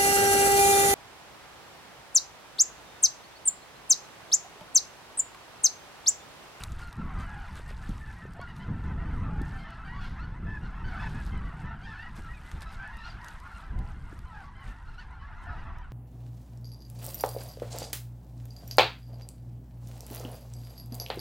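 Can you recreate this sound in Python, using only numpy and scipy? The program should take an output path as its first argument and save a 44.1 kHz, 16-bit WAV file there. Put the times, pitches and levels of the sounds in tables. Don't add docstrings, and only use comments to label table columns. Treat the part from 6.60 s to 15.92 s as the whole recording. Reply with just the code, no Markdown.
import sys
import numpy as np
from scipy import signal
from scipy.fft import rfft, irfft, next_fast_len
from scipy.io import wavfile

SR = 44100
rng = np.random.default_rng(int(sys.argv[2]) if len(sys.argv) > 2 else 0)


def voltage_ratio(level):
    return 10 ** (np.asarray(level, float) / 20)


def to_wav(s):
    ch = np.atleast_2d(s).T
    pcm = np.round(np.clip(ch, -1, 1) * 32767)
    wavfile.write(sys.argv[1], SR, pcm.astype(np.int16))


N = 411012

# time in seconds, deep buffeting in dB, flutter in dB against it.
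BREEZE_LEVELS = [(0.0, -42.5, -13.5), (0.98, -39.5, -10.5), (1.3, -39, -18.5), (1.74, -46, -3),
                 (2.44, -35.5, -4), (2.62, -32.5, -4), (3.09, -44, -6.5), (3.84, -38.5, -7),
                 (4.91, -39, -5), (5.16, -42, -9.5), (6.85, -45, -16), (7.17, -38, -13), (7.87, -44, -14),
                 (8.64, -46, -38), (8.98, -35, -20), (9.32, -42, -20)]
# peak in seconds, length in seconds, deep level in dB,
# flutter in dB against it.
GUST_SWELLS = [(0.085, 0.099, -36.5, -24), (0.41, 0.15, -42, 2), (0.568, 0.12, -34, -6),
               (1.304, 0.022, -36.5, 1), (2.11, 0.11, -31, -3), (2.266, 0.14, -31.5, -10),
               (2.591, 0.15, -31, -7), (2.813, 0.16, -36, -3), (3.635, 0.11, -37, -9),
               (3.851, 0.11, -31.5, -5), (4.268, 0.14, -31.5, -7), (4.513, 0.19, -40, 0),
               (4.772, 0.18, -34.5, -25), (5.043, 0.035, -29.5, -24), (5.587, 0.03, -36, -6),
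               (5.942, 0.061, -30.5, -13), (6.546, 0.083, -45, -4), (7.145, 0.16, -31.5, -24),
               (7.552, 0.041, -47, -17), (8.066, 0.057, -36, -14), (8.914, 0.17, -42, -26)]
# time in seconds, level in dB.
FLOCK_LEVELS = [(0.0, -58.5), (0.28, -56), (0.57, -46), (1.22, -57), (2.1, -50), (3.48, -49), (3.66, -53),
                (4.28, -48.5), (4.44, -43.5), (4.62, -51), (5.48, -51), (5.84, -56.5), (6.07, -52),
                (6.26, -48), (7.53, -54.5), (7.94, -55), (8.07, -57), (8.36, -58), (8.85, -48.5),
                (9.32, -52)]
# frequency in Hz, gain in dB.
THROAT_COLOUR = [(500, -17), (700, -1), (1000, 5.5), (1400, 1), (1750, -3), (2200, -7), (3000, -15.5),
                 (4500, -27), (6000, -26.5)]
# time in seconds, level of its treble in dB.
GRASS_LEVELS = [(0.0, -65.5), (0.6, -73.5), (1.3, -69), (1.55, -75.5), (1.97, -79.5), (3.03, -78),
                (3.11, -81.5), (4.15, -79.5), (4.62, -71), (5.16, -80.5), (5.94, -69), (6.46, -78),
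                (7.06, -76), (8.33, -80.5), (8.77, -82), (9.32, -84.5)]
# peak in seconds, length in seconds, treble in dB.
BRUSH_SWELLS = [(0.01, 0.061, -55.5), (0.196, 0.042, -65.5), (0.603, 0.052, -65.5), (0.966, 0.081, -64.5),
                (1.095, 0.071, -64.5), (1.317, 0.29, -66.5), (1.965, .06, -71), (2.194, 0.16, -73.5),
                (2.868, 0.2, -72), (3.427, 0.21, -75.5), (4.65, 0.13, -68.5), (5.01, 0.087, -73.5),
                (5.57, 0.05, -65), (6.021, 0.032, -61.5), (6.126, 0.053, -64.5), (6.654, 0.12, -64.5),
                (6.908, 0.23, -69), (7.26, 0.16, -71), (7.524, 0.14, -70), (7.812, 0.094, -72),
                (8.06, 0.12, -69.5), (8.83, 0.046, -68.5)]
# frequency in Hz, gain in dB.
RUSTLE_COLOUR = [(500, 6.5), (1200, 13), (2500, 1), (4000, -2), (6500, -9), (8500, -7.5), (11000, -14),
                 (13000, -14.5), (15000, -21)]
# start in seconds, level in dB.
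STALK_SNAPS = [(0.0365, -24.5), (0.1205, -41.5), (0.193, -45), (0.274, -48), (0.3278, -41), (0.3676, -51),
               (0.956, -45), (1.292, -44), (1.7346, -47), (1.8143, -46.5), (1.964, -46), (2.8173, -43),
               (3.105, -51), (4.4962, -48), (4.664, -43), (5.6202, -53), (5.915, -40.5), (6.008, -44),
               (6.02, -35.5), (6.276, -50.5), (6.37, -46), (6.645, -41), (6.684, -37.5), (6.801, -46.5),
               (7.1895, -46.5), (7.5904, -45), (8.316, -63), (9.185, -51.5)]
# start in seconds, length in seconds, strongest partial's start pitch in Hz,
# its end pitch in Hz, its level in dB, overtones in dB against it.
NEAR_HONKS = [(0.217, 0.07, 1411, 1360, -48.5, -13), (0.38, 0.036, 1357, 1315, -51, -13.5),
              (0.423, 0.091, 1120, 1067, -55.5, -29), (0.57, 0.12, 1575, 1366, -57.5, -8),
              (0.668, 0.096, 1640, 1630, -51, -33), (0.789, 0.062, 1500, 1440, -55, -7),
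              (1.066, 0.025, 1780, 1854, -53, -25), (1.237, 0.019, 1690, 1723, -52, -30),
              (1.415, 0.025, 1767, 1750, -52, -30), (1.469, .045, 1724, 1700, -51.5, -21),
              (1.566, 0.05, 1870, 1903, -56.5, -33), (1.617, 0.044, 1668, 1810, -52, -22),
              (1.765, 0.064, 696, 698, -53.5, -18), (1.806, 0.014, 1047, 1130, -50, -8),
              (1.82, 0.037, 1430, 1333, -48.5, -24), (1.879, 0.034, 1944, 1813, -53.5, -11.5),
              (1.965, 0.04, 1396, 1435, -62, -13), (2.005, 0.025, 1956, 2062, -53, -10.5),
              (2.032, 0.0095, 2010, 1830, -75, -10), (2.235, 0.038, 1750, 1762, -61, -28),
              (2.244, 0.096, 1467, 1483, -57, -31), (2.38, 0.06, 1843, 1890, -55, -24),
              (2.451, 0.08, 1510, 1483, -56.5, -12), (2.52, 0.061, 1390, 980, -53, -34),
              (2.647, 0.062, 1208, 1110, -50, -42), (2.691, 0.12, 852, 803, -52, -32),
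              (2.806, 0.056, 1766, 1770, -55, -33), (2.921, 0.044, 1743, 1752, -51.5, -30),
              (2.95, 0.06, 1495, 1547, -58.5, -4.5), (2.99, 0.1, 2130, 1970, -57, -9.5),
              (3.086, 0.053, 1490, 1410, -59, -1.5), (3.253, 0.037, 1528, 1510, -52.5, -9),
              (3.278, 0.084, 1823, 1930, -50, -21), (3.337, 0.058, 1090, 1132, -50.5, -12),
              (3.398, 0.056, 1438, 1357, -49.5, -10), (3.41, 0.067, 1720, 1310, -57.5, 1.5),
              (3.584, 0.063, 1150, 1480, -49.5, -11.5), (3.867, 0.11, 1737, 1682, -46, -21),
              (4.035, 0.031, 1420, 1350, -53, -7.5), (4.245, 0.079, 1532, 1368, -48, -9),
              (4.325, 0.15, 1495, 1513, -48.5, -16), (4.369, .041, 1224, 1225, -54, -26),
              (4.398, 0.073, 1700, 1734, -44.5, -10.5), (4.551, 0.056, 1690, 1690, -52, -11),
              (4.721, 0.073, 2094, 1930, -56, -12), (4.853, 0.046, 1957, 1860, -54.5, -23),
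              (4.812, 0.097, 1140, 1140, -53.5, -18), (5.028, 0.055, 1294, 1290, -54, -16),
              (5.042, 0.075, 1734, 1784, -52, -27), (5.114, 0.024, 1327, 1305, -51.5, -25),
              (5.228, 0.028, 1493, 1596, -56.5, 1.5), (5.264, 0.093, 1835, 1474, -50, -11),
              (5.271, 0.12, 1713, 1720, -52.5, -24), (5.317, 0.055, 1285, 1480, -53, -17),
              (5.385, 0.044, 1695, 1840, -47.5, -15.5), (5.425, 0.049, 1910, 1923, -49, -23),
              (5.564, 0.076, 1640, 1560, -60, -28), (5.629, 0.04, 1410, 1290, -54, -9.5),
              (5.649, 0.043, 1335, 1270, -53, -26), (5.69, 0.043, 1860, 1905, -51, -29),
              (5.738, 0.037, 2515, 2280, -58, -25), (5.84, 0.052, 1980, 2010, -57.5, -30),
              (6.015, 0.048, 1730, 1680, -55, -22), (6.063, 0.046, 1300, 1290, -50.5, -9),
              (6.194, 0.073, 1562, 1447, -47.5, -18), (6.232, 0.072, 1702, 1694, -46.5, -23),
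              (6.33, 0.092, 1856, 1787, -51, -16), (6.389, 0.051, 1274, 1333, -58, 1.5),
              (6.441, 0.045, 1410, 1366, -47, -5), (6.481, 0.035, 4960, 4400, -56.5, -32),
              (6.612, 0.07, 1870, 1886, -57, -23), (6.655, 0.045, 1383, 1480, -52.5, -14),
              (6.844, 0.038, 1420, 1390, -52, -23), (6.911, 0.082, 1386, 1336, -50.5, -14.5),
              (7.158, 0.16, 692, 842, -57, -29), (7.659, 0.052, 1028, 938, -54.5, -12.5),
              (7.705, 0.059, 1314, 1230, -56, -18), (7.729, 0.084, 855, 757, -54.5, -15),
              (7.745, 0.092, 1667, 1360, -53, -24), (7.843, 0.042, 1129, 1120, -54, -18),
              (7.954, 0.082, 2066, 1894, -57.5, -14), (7.985, 0.04, 1014, 1093, -54.5, -22),
              (8.085, 0.035, 1760, 1790, -61.5, -16), (8.279, 0.033, 1410, 1370, -59, -8),
              (8.338, 0.012, 1310, 1330, -57, -9), (8.387, 0.0087, 1395, 1476, -48.5, -4.5),
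              (8.403, 0.015, 1815, 1780, -54.5, -12), (8.528, 0.057, 1416, 1373, -57, -16),
              (8.6, 0.031, 1960, 1994, -68, -3), (8.602, 0.068, 1063, 1114, -55, -21),
              (8.631, 0.021, 1640, 1710, -53.5, -42), (8.786, 0.051, 1260, 1380, -62, -41),
              (8.864, 0.062, 1417, 1418, -50.5, -27), (8.869, 0.038, 1780, 1620, -53, -27),
              (8.87, 0.066, 709, 700, -52.5, -17), (8.969, 0.056, 1914, 1780, -62, -9),
              (8.892, 0.065, 1270, 1286, -48, -20), (9.06, 0.048, 1125, 1130, -58, -25),
              (9.07, 0.1, 1886, 1830, -68, -20)]
# time in seconds, level in dB, ring in Hz.
SHORT_KNOCKS = [(0.997, -33, 450), (1.11, -32.5, 560), (1.294, -19.5, 192), (1.654, -29.5, 412),
                (1.795, -25.5, 573), (2.815, -18, 247), (5.916, -30, 1700), (7.529, -30, 293)]
# time in seconds, share of the wind, share of the field sounds.
CHANNEL_PARTING = [(8.17, 0, 0.0015), (8.25, 0.087, 0.0083), (8.55, 0.037, 0.021), (8.8, 0.27, 0.098),
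                   (9.32, 0.12, 0.059)]

FAR_CALLS_PER_S = 140
RISE_SHARE = 0.42
ARCH = 0.01223
DWELL = 0.2425


def rms_one(x):
    return x / np.sqrt(np.mean(x ** 2) + 1e-20)


def in_time(rows):
    s, *columns = np.transpose(rows)
    return [np.interp(np.arange(N) / SR, s, c) for c in columns]


def at_hz(points, hz):
    point_hz, point_db = np.array(points)[:, 0], np.array(points)[:, 1]
    return np.interp(np.log(hz), np.log(point_hz), point_db)


def drift(rate, count=N):
    knots = rng.standard_normal(int(40 + N / SR * 400))
    return np.interp(np.arange(count) * rate / SR, np.arange(len(knots)), knots)


def band(x, low_hz, high_hz, order=2):
    return signal.sosfilt(signal.butter(order, [low_hz, high_hz], "band", fs=SR, output="sos"), x)


def coloured(x, points):
    size = next_fast_len(N)
    hz = np.arange(size // 2 + 1) * SR / size + 1
    return irfft(rfft(x, size) * voltage_ratio(at_hz(points, hz)), size)[:N]


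def add(out, start_s, sound):
    at = int(start_s * SR)
    low, high = np.clip([at, at + len(sound)], 0, N)
    out[low:high] += sound[low - at:high - at]


def with_swells(floor_db, rows):
    s, length, db = np.transpose(rows)[:, :, None]
    coarse = np.arange(0, N, 64)
    t = coarse / SR - s
    side_length = length * np.where(t < 0, RISE_SHARE, 1)
    bells = voltage_ratio(2 * db) * np.exp(-(2 * t / side_length) ** 2)
    swell_power = np.interp(np.arange(N), coarse, bells.sum(axis=0))
    return 10 * np.log10(voltage_ratio(2 * floor_db) + swell_power)


def wind(deep_db, flutter_db):
    lumps = 1.0 * drift(14) + 0.45 * drift(45)
    deep = rms_one(band(rng.standard_normal(N), 13.3, 71.0)) * voltage_ratio(deep_db + 2.0 * lumps)
    flutter = rms_one(band(rng.standard_normal(N), 96, 196.3))
    flutter = flutter * voltage_ratio(flutter_db + 1.67 * lumps + 2.0 * drift(40))
    return deep + flutter


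def honk(length_s, start_hz, mid_hz, end_hz, partials, rough):
    u = np.linspace(-1, 1, int(length_s * SR))
    arch = mid_hz + u * (end_hz - start_hz) / 2 + u ** 2 * ((start_hz + end_hz) / 2 - mid_hz)
    arch = arch * (1 - .05 * u ** 6)
    knots = rng.standard_normal((7, 40))
    waver, *flutter = [np.interp((u + 1) * length_s * 90, np.arange(40), k) for k in knots]
    phase = 2 * np.pi * np.cumsum(arch * (1 + 0.015 * rough * waver)) / SR
    swell = np.clip(np.abs(1 - u ** 2) * 3.28, 1e-9, 1) ** 1.9
    tone = 0
    for (multiple, gain), shake in zip(partials, flutter):
        hoarse = np.clip(rough * (0.21 + 0.2 * multiple * mid_hz / 1000), 0, .7)
        strength = np.sqrt(1 - hoarse ** 2) + hoarse * shake
        tone = tone + gain * strength * np.sin(multiple * phase)
    grit = np.interp((u + 1) * length_s * 250, np.arange(120), rng.standard_normal(120))
    return tone * swell * (1 + .45 * rough * grit)


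def open_air(x):
    out, dull = x.copy(), signal.lfilter([.4], [1, -.6], x)
    for lag_s, db in [(.009, -10), (.031, -15), (.067, -19)]:
        add(out, lag_s, voltage_ratio(db) * dull)
    return out


def far_flock(level_db):
    out = np.zeros(N)
    chances = rng.random((int(FAR_CALLS_PER_S * N / SR), 7))
    for when, pitch, distance, bend, tilt, length, odd in chances:
        mid = 640 * (1080 / 640) ** pitch
        start, end = mid * (1 - .16 * bend + .26 * (tilt - .5) * np.array([1, -1]))
        partials = [(k, voltage_ratio(-14 * odd * (k % 2) - 0.051 * max(k - 2, 0))) for k in range(1, 7)]
        call = honk(0.035 + .08 * length ** 2, start, mid, end, partials, rough=.8)
        add(out, when * N / SR - .1, voltage_ratio(-11 * distance) * call)
    blur = voltage_ratio(-9) * rms_one(band(rng.standard_normal(N), 650, 6500))
    babble = rms_one(open_air(out)) + blur
    return voltage_ratio(level_db) * rms_one(coloured(babble, THROAT_COLOUR))


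def rustle(level_db):
    clump = .9 * drift(9) + .5 * drift(30)
    sizes = voltage_ratio(3.3 * np.minimum(rng.exponential(1, N), 4)) * rng.choice([-1, 1], N)
    struck = rng.random(N) < 900 * voltage_ratio(5.0 * clump) / SR
    clicks = sizes * struck + 1e-18
    dealt, pitches = rng.integers(0, 8, N), np.geomspace(1500, 11000, 8)
    crackle = sum(band(clicks * (dealt == k), hz / 1.13, hz * 1.13) / hz for k, hz in enumerate(pitches))
    crackle = np.diff(crackle, prepend=0)
    hiss = rng.standard_normal(N) * voltage_ratio(1.6 * clump)
    grass = coloured(rms_one(crackle) * voltage_ratio(-1) + hiss, RUSTLE_COLOUR)
    return voltage_ratio(level_db) * grass / np.std(band(grass, 6000, 12000))


def snaps():
    out, t = np.zeros(N), np.arange(int(0.017 * SR)) / SR
    for (s, db), noise in zip(STALK_SNAPS, rng.standard_normal((len(STALK_SNAPS), len(t)))):
        ring = np.sin(2 * np.pi * 5000 * voltage_ratio(3.9 * noise[0]) * t)
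        tick = .8 * noise * np.exp(-t / .0022)
        add(out, s, voltage_ratio(db) * (.5 * ring * np.exp(-t / .0015) + tick))
    return band(out, 2100, 9500, order=1)


def near_birds():
    out, breath = np.zeros(N), rms_one(band(rng.standard_normal(N), 2400, 4740))
    bill = [(2000, -2), (3000, -3), (3600, -7), (4400, -6), (5200, -12), (6500, -28)]   # (Hz, dB)
    for s, length, start, end, db, over_db in NEAR_HONKS:
        mid = (start + end) / 2 * (1 + ARCH) + DWELL * abs(end - start)
        half_db = over_db / 2 - 5 if mid > 1520 else -25
        multiples = (2, 3, 4) if mid < 1800 else (3 / 2, 2, 5 / 2, 3)
        overtones = [(k, voltage_ratio(over_db + at_hz(bill, k * mid))) for k in multiples]
        partials = [(1, 1), (.5, voltage_ratio(half_db)), (3 / 2, voltage_ratio(half_db))] + overtones
        add(out, s - .008, voltage_ratio(db + 3) * honk(length + .02, start, mid, end, partials, rough=.6))
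        t = np.arange(int(.2 * SR)) / SR / (.6 * length + .01)
        add(out, s, voltage_ratio(db + over_db) * t * np.exp(-t) * breath[int(s * SR):][:len(t)])
    return out


def knocks():
    out = np.zeros(N)
    for s, db, hz in SHORT_KNOCKS:
        cycles = np.arange(int(.04 * SR)) * hz / SR
        ring = np.sin(2 * np.pi * cycles) * cycles * np.exp(-2.0 * cycles)
        add(out, s - .5 / hz, voltage_ratio(db + 8.0) * ring)
    return out


def scene():
    deep_db, flutter_db = in_time(BREEZE_LEVELS)
    (flock_db,), (grass_db,) = in_time(FLOCK_LEVELS), in_time(GRASS_LEVELS)
    deep = with_swells(deep_db, [(s, length, db) for s, length, db, _ in GUST_SWELLS])
    flutter_gusts = [(s, length, db + above) for s, length, db, above in GUST_SWELLS]
    gusts = wind(deep, with_swells(deep_db + flutter_db, flutter_gusts))
    grass = rustle(with_swells(grass_db, BRUSH_SWELLS))
    field = far_flock(flock_db) + grass + snaps() + open_air(near_birds()) + knocks()
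    wind_share, field_share = in_time(CHANNEL_PARTING)
    field_apart = coloured(np.roll(field, SR // 5), [(600, -5), (2000, 3), (5000, 4)])
    side = wind_share * np.roll(gusts, SR // 5) + field_share * field_apart
    mid = gusts + field
    return np.array([mid + side, mid - side])


def top_cut(x):
    return signal.sosfilt(signal.butter(12, 15520, fs=SR, output="sos"), x)


def record(dry):
    centre = dry.mean(axis=0)
    top = signal.sosfilt(signal.butter(8, 11200, "high", fs=SR, output="sos"), centre)
    shared = centre - signal.sosfiltfilt(signal.butter(6, 11200, "low", fs=SR, output="sos"), centre)
    side = .28 * shared + .7 * np.roll(top, 700)
    mix = signal.sosfilt(signal.butter(8, 13800, fs=SR, output="sos"), dry + side * [[1], [-1]])
    return top_cut(mix)


dry = scene()
out = record(dry)
to_wav(out)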